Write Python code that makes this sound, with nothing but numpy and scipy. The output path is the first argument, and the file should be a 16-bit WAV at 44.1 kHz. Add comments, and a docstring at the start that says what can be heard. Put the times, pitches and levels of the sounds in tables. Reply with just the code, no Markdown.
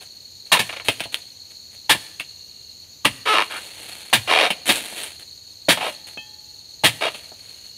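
"""Among oil palms, close by: a worker drives a long-handled chisel into the frond stalks of one palm.
Each thrust knocks (damped bodies) and crunches through wet fibre (random tiny fractures); the wedged blade
creaks by stick and slip as it is levered, and its pole rings faintly as a set of decaying modes.
Stalks snap with filtered clicks, a frond sags, and leaves rustle as clumps of fine ticks. Around it an insect
chirps in falling sweeps over a distant chorus and low air, both filtered noise; a thin tone comes and goes."""
import sys
import numpy as np
from scipy import signal
from scipy.fft import rfft, irfft
from scipy.io import wavfile
from scipy.ndimage import uniform_filter1d

SR = 44100
rng = np.random.default_rng(int(sys.argv[2]) if len(sys.argv) > 2 else 0)


def unload_audio(sound):
    """Save the sound as a 16-bit wav file, at the path given as the first command line argument."""
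    columns = np.transpose(np.atleast_2d(sound))
    # keep every value between -1 and 1, then stretch to whole-number steps
    steps = np.round(np.clip(columns, -1, 1) * 32767)
    wavfile.write(sys.argv[1], SR, steps.astype(np.int16))


N = 342657
TIME = np.arange(N) / SR

# Chisel thrusts. Each row: start in seconds, cutting time in seconds, crunch in dB, knock in dB,
# knock pitch in Hz, thud in dB, trunk shudder in dB.
THRUSTS = [(.517, 0.013, -6, -19.5, 1050, -41, -52.5), (0.59, 0.0029, -13, -29, 503, -27, -42.5),
           (1.893, 0.02, -9, -16.5, 810, -40, -38.5), (3.047, 0.0019, -14, -16, 980, -24.5, -35),
           (4.128, 0.0092, -6.5, -16, 866, -25, -28.5), (4.689, 0.012, -9.5, -20.5, 597, -21.5, -43),
           (5.684, 0.027, -9, -14, 640, -16.5, -41), (6.836, 0.025, -8.5, -16.5, 764, -20.5, -30)]
# The blade levered in the cut. Each row: start in seconds, length in seconds, level in dB, first and last
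# slips per second, unevenness in mid-pull from 0 to 1, first and last pitch in Hz,
# resonance in dB before the grip slackens.
PULLS = [(0.542, 0.016, -15, 1000, 960, 0, 1000, 950, 30),
         (0.569, 0.0073, -19, 500, 380, 0.25, 2200, 2200, -13),
         (3.254, .169, -16, 433, 128, 0.01, 1290, 1080, 5),
         (3.497, 0.091, -31.5, 430, 310, 0.28, 1550, 1460, 10),
         (4.273, .2, -15.5, 310, 210, .45, 716, 694, -1),
         (5.772, 0.0133, -24.5, 420, 360, 0.34, 845, 840, 6),
         (5.798, .097, -25, 434, 283, 0.34, 794, 577, 10), (7.008, 0.077, -21, 377, 407, 0.27, 597, 680, 6)]


def from_db(db):
    """Turn decibels into an amplitude factor."""
    return 10 ** (np.asarray(db) / 20)


def rms_one(x):
    """Scale the whole sound to an RMS level of 1."""
    return x / np.sqrt(np.mean(x ** 2) + 1e-20)


def add(out, s, sound):
    """Mix a sound in from time s in seconds."""
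    at = max(round(s * SR), 0)
    out[at:at + len(sound)] += sound[:N - at]


def colour(x, points, size=4096):
    """Causal (minimum-phase) filter of unit power gain with the given spectrum."""
    hz, db = np.transpose(points)
    grid = np.maximum(np.fft.rfftfreq(size, 1 / SR), 1)
    bass_fall = np.minimum(grid / hz[0], 1) ** 3   # below the first point
    gain = from_db(np.interp(np.log(grid), np.log(hz), db)) * bass_fall
    # folding the cepstrum onto positive times makes the phase minimal
    cepstrum = irfft(np.log(gain))
    folded = 2 * cepstrum[:size // 2] * (np.arange(size // 2) > 0)
    response = irfft(np.exp(rfft(folded, size)))
    return signal.fftconvolve(x, response / np.linalg.norm(response))[:len(x)]


def resonate(x, hz, width_hz):
    """Resonance of gain 1 on top; its centre may move."""
    turn = np.exp(2j * np.pi * np.cumsum(hz * np.ones(len(x))) / SR)
    r = np.exp(-np.pi * width_hz / SR)
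    return 2 * np.real(turn * signal.lfilter([1 - r], [1, -r], x / turn + 1e-18))


def even(x, size=400):
    """Hold the short-term level at 1, over a window of size samples."""
    power = np.abs(uniform_filter1d(x * x, size))
    return x / np.sqrt(power + 1e-6 * np.mean(x * x) + 1e-20)


def drift(per_s):
    """Slow chance with a spread near 1: straight lines between random points, per_s of them a second."""
    return np.interp(TIME * per_s, np.arange(4000), rng.standard_normal(4000))


def grains(per_s, spread_db, count):
    """Random tiny fractures, a few much larger than the rest."""
    sizes = from_db(spread_db * np.minimum(rng.exponential(1, count), 4))
    return (rng.random(count) < per_s / SR) * sizes * rng.choice([-1, 1], count)


def swell(t, hold, rise, t60):
    """Quick rise, a hold, then an exponential fall of 60 dB in t60; all in seconds."""
    return (1 - np.exp(-t / rise)) * from_db(-60 * np.maximum(t - hold, 0) / t60)


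def boom(hz, width_hz, count):
    """A heavily damped body shaken at random, with nothing far below its pitch; level 1."""
    high_pass = signal.butter(3, hz / 2, "high", fs=SR, output="sos")
    shake = signal.sosfilt(high_pass, rng.standard_normal(2 * count))
    body = resonate(resonate(shake, hz, width_hz), hz, width_hz)
    return even(body, size=600)[count:]   # the first half lets the body build up


def stalk(x, direct=1):
    """The resonances of the blade and the stalk that grips it colour every contact."""
    # Stalk and blade resonances. Each row: pitch in Hz, width in Hz, level in dB.
    modes = [(437, 12, -5.5), (533, 15, -3.5), (750, 31, -4), (975, 45, -7), (1061, 27, 0),
             (1290, 130, -10), (1770, 46, -9.5), (2286, 23, -8), (2410, 48, -3), (2810, 56, -3.5),
             (3290, 25, -1), (3730, 28, 1.5), (4370, 13, 2.5)]
    return direct * x + sum(from_db(db) * resonate(x, hz, width) for hz, width, db in modes)


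def chops(count=12000):
    """The blade knocks on the stalk, tears fibres in bursts until it stops, and leaves the trunk shuddering."""
    # Spectrum of torn wet fibre. Each row: frequency in Hz, level in dB per Hz.
    crunch_spectrum = [(150, -5.5), (400, -8.5), (800, -3.5), (1150, -7.5), (1480, -6.5), (1730, 2),
                       (2500, 1), (3400, 1.5), (4300, -2.5), (5300, -11.5), (6800, -12.5), (8300, -10.5),
                       (9200, -6), (11500, -14), (15500, -20.5)]
    out, t = np.zeros(N), np.arange(count) / SR
    for s, cut, crunch_db, knock_db, knock_hz, thud_db, trunk_db in THRUSTS:
        fractures = grains(4000, 2.7, count)
        tearing = even(colour(stalk(fractures), crunch_spectrum), size=300)
        bundles = from_db(1.5 * drift(220)[:count])   # fibre bundles give way one after another
        depth = from_db(-3.5 * np.maximum(1 - t / cut, 0))   # louder until the blade stops
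        crunch = from_db(crunch_db) * tearing * bundles * depth * swell(t, cut, 0.0033, 0.12)

        knock = from_db(knock_db) * boom(knock_hz, 310, count) * swell(t, 0.0056, 0.00093, 0.079)
        thud = from_db(thud_db) * boom(193, 170, count) * swell(t, 0.011, 0.0061, .1)

        shudder_hz = 106 + 45 * np.exp(-t / 0.037) + 20 * drift(110)[:count]
        shudder = np.sin(2 * np.pi * np.cumsum(shudder_hz) / SR)
        trunk = from_db(trunk_db) * shudder * swell(t, 0.063, 0.03, 0.13)
        add(out, s, crunch + knock + thud + trunk)
    return out


def snaps(count=8000):
    """One sharp crack, a hollow knock and a short shower of splinters; each stalk has its own woody pitch."""
    # Stalks snapping. Each row: start in seconds, crack in dB before the woody resonance, its pitch in Hz,
    # knock in dB, splinters in dB before the woody resonance.
    breaks = [(0.8847, 5, 2780, -15.5, -16), (.998, -14.5, 2500, -48, -47), (1.0045, -8, 2500, -27, -25.5),
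              (1.038, -16.5, 3400, -54, -31), (1.1441, 1, 3370, -61, -39), (2.198, -18, 2750, -58, -26),
              (3.054, 9.5, 2400, -16.5, -14), (4.504, -15, 2600, -20, -18),
              (5.035, -10.5, 9400, -40, -26.5), (7.146, -21, 2800, -36.5, -34.5)]
    # Spectrum of breaking stalk. Each row: frequency in Hz, level in dB per Hz.
    crack_spectrum = [(150, -20), (600, -14), (1600, -5.5), (2700, -0.5), (4000, -3.5), (5500, -15),
                      (7500, -18), (9300, -5.5), (12000, -18), (15500, -20.5)]
    out, t = np.zeros(N), np.arange(count) / SR
    crack = colour(signal.unit_impulse(count), crack_spectrum)
    crack = crack / np.abs(crack).max()
    for s, crack_db, crack_hz, knock_db, splinter_db in breaks:
        splinters = even(colour(grains(2800, 2.4, count), crack_spectrum))
        splinters = splinters * swell(t, 0.0023, 0.00024, 0.089)
        fracture = from_db(crack_db) * crack + from_db(splinter_db) * splinters
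        woody = 0.58 * fracture + 1.4 * resonate(fracture, crack_hz, 900)
        add(out, s, woody + from_db(knock_db) * bump(count))
    return out


def dispersion():
    """The stalk is dispersive: a slip arrives treble first, spread over a few milliseconds."""
    sweep = signal.chirp(TIME[:SR // 250], 15000, 1 / 250, 900, method="hyperbolic")
    phase = np.angle(rfft(sweep, 1024))
    return irfft(np.exp(1j * phase))[:SR // 150]   # all frequencies equally strong


def slip_train(rate, uneven):
    """Sudden slips of the blade, of chance size and spacing; the more uneven, the more they vary."""
    count = len(rate)
    travel = np.cumsum(rate) / SR
    slips, due = np.zeros(count), 0
    for gap, size in rng.standard_normal((400, 2)):
        at = np.searchsorted(travel, due)
        if at < count:
            slips[at] += from_db(7 * uneven[at] * size)
            due += np.exp(uneven[at] * gap)
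    return slips


def creak(length, first_rate, last_rate, mid_uneven, first_hz, last_hz, resonance_db, count=13000):
    """Stick and slip: regular slips squeal, uneven ones rasp with grit; rate and pitch move as grip slackens."""
    # Spectrum of blade rubbing on stalk. Each row: frequency in Hz, level in dB per Hz.
    rub_spectrum = [(230, -14), (520, -4.5), (1000, -7), (1600, -6.5), (2400, -1.5), (3900, -7.5),
                    (4900, -15), (7000, -27), (9500, -21.5), (15000, -43.5)]
    even_from, even_until, slack_at = 0.18, .43, 0.79   # shares of the pull
    loose_uneven = .28   # of the slips before and after they settle
    bite_db, grip_db, release_db = -10, 0, -3.5   # at the start, once settled and at the end of the pull
    freed_ring_db = 1.5   # the stalk resonates more as its grip slackens

    t = np.arange(count) / SR
    pull = t / length
    slack = np.interp(pull, [even_until, slack_at], [0, 1])
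    settling = [even_from / 2, even_from, even_until, (even_until + slack_at) / 2]
    settled = np.interp(pull, settling, [0, 1, 1, 0])
    uneven = loose_uneven + settled * (mid_uneven - loose_uneven)

    slips = slip_train(first_rate * (last_rate / first_rate) ** slack, uneven)
    drag = signal.lfilter([1], [1, -np.exp(-1 / (.005 * SR))], slips + 1e-18)   # fades within milliseconds
    grit = (.022 + .13 * uneven) * drag * rng.standard_normal(count)
    contact = signal.lfilter(dispersion(), [1], slips) + grit
    rub = colour(stalk(contact, direct=0.41), rub_spectrum)

    pitch_hz = first_hz + slack * (last_hz - first_hz)
    voiced = rub + from_db(resonance_db + freed_ring_db * slack) * resonate(rub, pitch_hz, 180)

    jerk_phase = 2 * np.pi * np.cumsum(72 + 24 * drift(60)[:count]) / SR
    jerks = from_db(8 * uneven * np.sin(jerk_phase))
    stages = [0, even_from, even_until, slack_at, 1]
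    effort = from_db(np.interp(pull, stages, [bite_db, grip_db, 0, 0, release_db]))
    return even(voiced, size=700) * jerks * effort * swell(t, length, 0.01 * length, 0.071)


def creaks():
    """The wedged blade is levered in the cut, one stick-and-slip creak for each pull."""
    out = np.zeros(N)
    for s, length, db, *grip in PULLS:
        add(out, s, from_db(db) * creak(length, *grip))
    return out


def sagging():
    """A cut frond hanging by its last fibres gives way in a run of short, weakening rasps."""
    out = np.zeros(N)
    start_s, gap_s, jerk_s = .69, .0355, 0.014
    first_db, loss_db = -28, 1.5   # each jerk is weaker by the loss
    for k in range(4):
        jerk = creak(jerk_s, first_rate=550, last_rate=550, mid_uneven=0.26,
                     first_hz=2200, last_hz=2200, resonance_db=-6)
        add(out, start_s + k * gap_s, from_db(first_db - k * loss_db) * jerk)
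    return out


def bump(count=8000):
    """A hollow knock over a lower thud, both heavily damped bodies."""
    t = np.arange(count) / SR
    knock = boom(610, 520, count) * swell(t, 0.0011, 0.00037, 0.053)
    thud = boom(170, 240, count) * swell(t, 0.0067, 0.0023, 0.064)
    return knock + from_db(-9.5) * thud


def bumps():
    """Dull hollow knocks of wood, alone or under a snap."""
    # Dull hollow knocks. Each row: start in seconds, level in dB.
    knocks = [(0.017, -46), (1.055, -32.5), (1.948, -26), (2.2, -34.5), (4.925, -37.5), (6.172, -34),
              (7.317, -38.5)]
    out = np.zeros(N)
    for s, db in knocks:
        add(out, s, from_db(db) * bump())
    return out


def pole():
    """Knocks set the hollow metal pole ringing: a sum of sine modes, each dying away at its own pace."""
    # Knocks on the pole. Each row: start in seconds, level in dB.
    taps = [(0.883, -46), (5.81, -32), (6.175, -33), (7.146, -56)]
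    # Pole modes. Each row: pitch in Hz, level in dB relative to the tap, time to fall by 60 dB in seconds.
    modes = [(850, -22, 1.6), (1790, -17.5, 0.56), (2590, 3.5, 0.17), (2700, -22.5, 2.1), (3150, 0, 0.18),
             (3273, -13.5, 0.73)]
    out, t = np.zeros(N), TIME[:SR]
    ring = sum(from_db(db - 60 * t / t60) * np.sin(2 * np.pi * hz * t) for hz, db, t60 in modes)
    for s, db in taps:
        add(out, s, from_db(db) * ring)
    return out


def leaf_motion():
    """Thrusts, levering and separate rustles each set the leaves moving; then they settle again."""
    # Leaf rustles, from short flicks to longer swishes. Each row: start in seconds, length in seconds,
    # level in dB.
    rustles = [(.005, .025, -45.5), (.458, 0.012, -48), (.845, 0.065, -34.5), (1.12, .03, -40.5),
               (1.497, .01, -51), (1.71, 0.025, -49.5), (3.55, 0.2, -42.5), (3.73, 0.37, -43),
               (3.88, 0.01, -36.5), (4.655, .1, -25.5), (4.84, 0.2, -34.5), (5.19, 0.012, -41),
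               (6.066, .02, -43), (7.15, .06, -42), (7.33, .33, -52.5)]
    shakes = [(s, 0.087, -44) for s, *_ in THRUSTS]   # every thrust shakes the crown
    drags = [(s, length, -39.5) for s, length, *_ in PULLS]   # as long as the blade is levered
    full_swing_s = 0.049   # leaves moved for less than this settle sooner
    power = np.full(N, from_db(-64.5) ** 2)   # the leaves are never quite still
    for s, length, db in shakes + drags + list(rustles):
        t60 = .4 * np.sqrt(min(length / full_swing_s, 1))
        motion = from_db(db) * swell(TIME[:2 * SR], length, 0.0032, t60)
        add(power, s, motion ** 2)
    swishes = from_db(2 * drift(14))   # the leaves move in uneven swishes
    return np.sqrt(power) * swishes


def fronds():
    """Leaflets brush each other in clumps of fine ticks, with a few sharper flicks."""
    # Spectrum of the leaflets. Each row: frequency in Hz, level in dB per Hz.
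    leaf_spectrum = [(88, -36), (150, -10.5), (404, -6.5), (436, -4.5), (631, -6.5), (695, -3.5),
                     (1130, -11.5), (2500, -2), (4060, -2), (5230, -18), (9540, -6), (15500, -22.5)]
    brushing = rms_one(grains(2500, 4.0, N))
    clumps = from_db(1.6 * drift(70))
    flicks = rms_one(grains(70, 3, N))
    brushed = colour(brushing * clumps + .5 * flicks, leaf_spectrum)
    return leaf_motion() * rms_one(brushed)


def near_insect():
    """The nearest insect chirps to an almost steady beat with one pause: two falling sweeps, then a rest."""
    chirps_per_s, beat_wander = 19.97, 0.018
    pause_from_s, pause_until_s, pause_fade_s = 2.82, 3.2, .05
    chirps = np.cumsum(chirps_per_s * (1 + beat_wander * drift(1.8))) / SR
    thirds = 3 * (chirps % 1)   # sweep, sweep, rest
    stroke = thirds % 1
    hz = 4500 - 400 * stroke - 480 * stroke ** 4 + 50 * drift(400)
    phase = 2 * np.pi * np.cumsum(hz) / SR
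    gate = (thirds < 2) * np.sqrt(np.abs(np.sin(np.pi * stroke))) * from_db(2.4 * drift(60))
    sweeps = gate * np.sin(phase)
    song = sweeps + 3.2 * resonate(sweeps, 4210, 54)   # the wings ring as each sweep passes their pitch
    overtone = resonate(gate * np.sin(2 * phase), 8500, 400)
    outside_pause = np.maximum(pause_from_s - TIME, TIME - pause_until_s)
    singing = np.clip(outside_pause / pause_fade_s + 1, 0, 1)
    return from_db(-47) * singing * (rms_one(song) + from_db(-21.5) * rms_one(overtone))


def insect_chorus():
    """A distant insect chorus drones: noise in narrow bands, its level slightly unsteady."""
    # Spectrum of the chorus. Each row: frequency in Hz, level in dB per Hz.
    chorus_spectrum = [(3000, -40), (3900, -8), (4380, 2), (4800, -11), (5500, -18.5), (6050, -10),
                       (6750, -4.5), (7600, -24), (8800, -32), (9600, -19), (11000, -32), (13600, -17),
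                       (15500, -32)]
    drone = colour(rng.standard_normal(N), chorus_spectrum)
    return from_db(-49.5) * drone * from_db(0.94 * drift(32))


def thin_tones():
    """A faint, steady high sine tone hangs in the air, comes and goes."""
    # Thin tones. Each row: start in seconds, length before the fade in seconds, pitch in Hz, level in dB.
    tones = [(2.22, 0.52, 2824, -62), (7.503, .3, 2880, -59.5)]
    out, t = np.zeros(N), TIME[:2 * SR]
    for s, length, hz, db in tones:
        add(out, s, from_db(db) * np.sin(2 * np.pi * hz * t) * swell(t, length, .03, 0.26))
    return out


def open_air():
    """The air around the palms: steady noise, strongest in the bass."""
    # Spectrum of the air. Each row: frequency in Hz, level in dB per Hz.
    air_spectrum = [(20, -10.5), (45, -5), (64, -1), (90, 3), (130, -4.5), (180, -8.5), (520, -12.5),
                    (1350, -24), (2300, -19), (3200, -14.5), (5000, -35.5)]
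    return from_db(-56) * colour(rng.standard_normal(N), air_spectrum)


def grove(x, near_db, near_t60, far_db, far_t60):
    """Ground and trunks scatter the sound at once; the further palms return a longer tail, fuller in the bass."""
    t = TIME[:SR]
    near, far = rng.standard_normal((2, SR))
    near = near * swell(t, 0.0049, 0.0036, near_t60)
    far_spectrum = [(100, 6.5), (1000, -9.0), (3000, -5.5), (6000, -1.0), (15000, -2)]   # Hz, dB per Hz
    far = colour(far, far_spectrum) * swell(t, .03, .02, far_t60)
    echoes = from_db(near_db) * near / np.linalg.norm(near) + from_db(far_db) * far / np.linalg.norm(far)
    return x + signal.fftconvolve(x, echoes)[:N]


def scene():
    """The work sounds close by among the palms, with the insects and the air around it."""
    work = chops() + snaps() + creaks() + sagging() + bumps() + pole() + fronds()
    work = grove(work, near_db=-10, near_t60=0.066, far_db=-19.5, far_t60=0.77)
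    insects = near_insect() + insect_chorus()
    insects = grove(insects, near_db=-3.0, near_t60=0.032, far_db=-7.5, far_t60=0.56)
    return (work + insects + thin_tones() + open_air())[None]


def record(dry):
    """The loudest peaks are rounded off; the small microphone loses the deep bass, and the top is cut."""
    ceiling = 1.15
    rounded = ceiling * np.tanh(dry / ceiling)
    bass_cut = signal.butter(2, 55, "high", fs=SR, output="sos")
    top_cut = signal.ellip(10, .2, 70, 15600, fs=SR, output="sos")
    return signal.sosfilt(top_cut, signal.sosfilt(bass_cut, rounded))


dry = scene()
out = record(dry)
unload_audio(out)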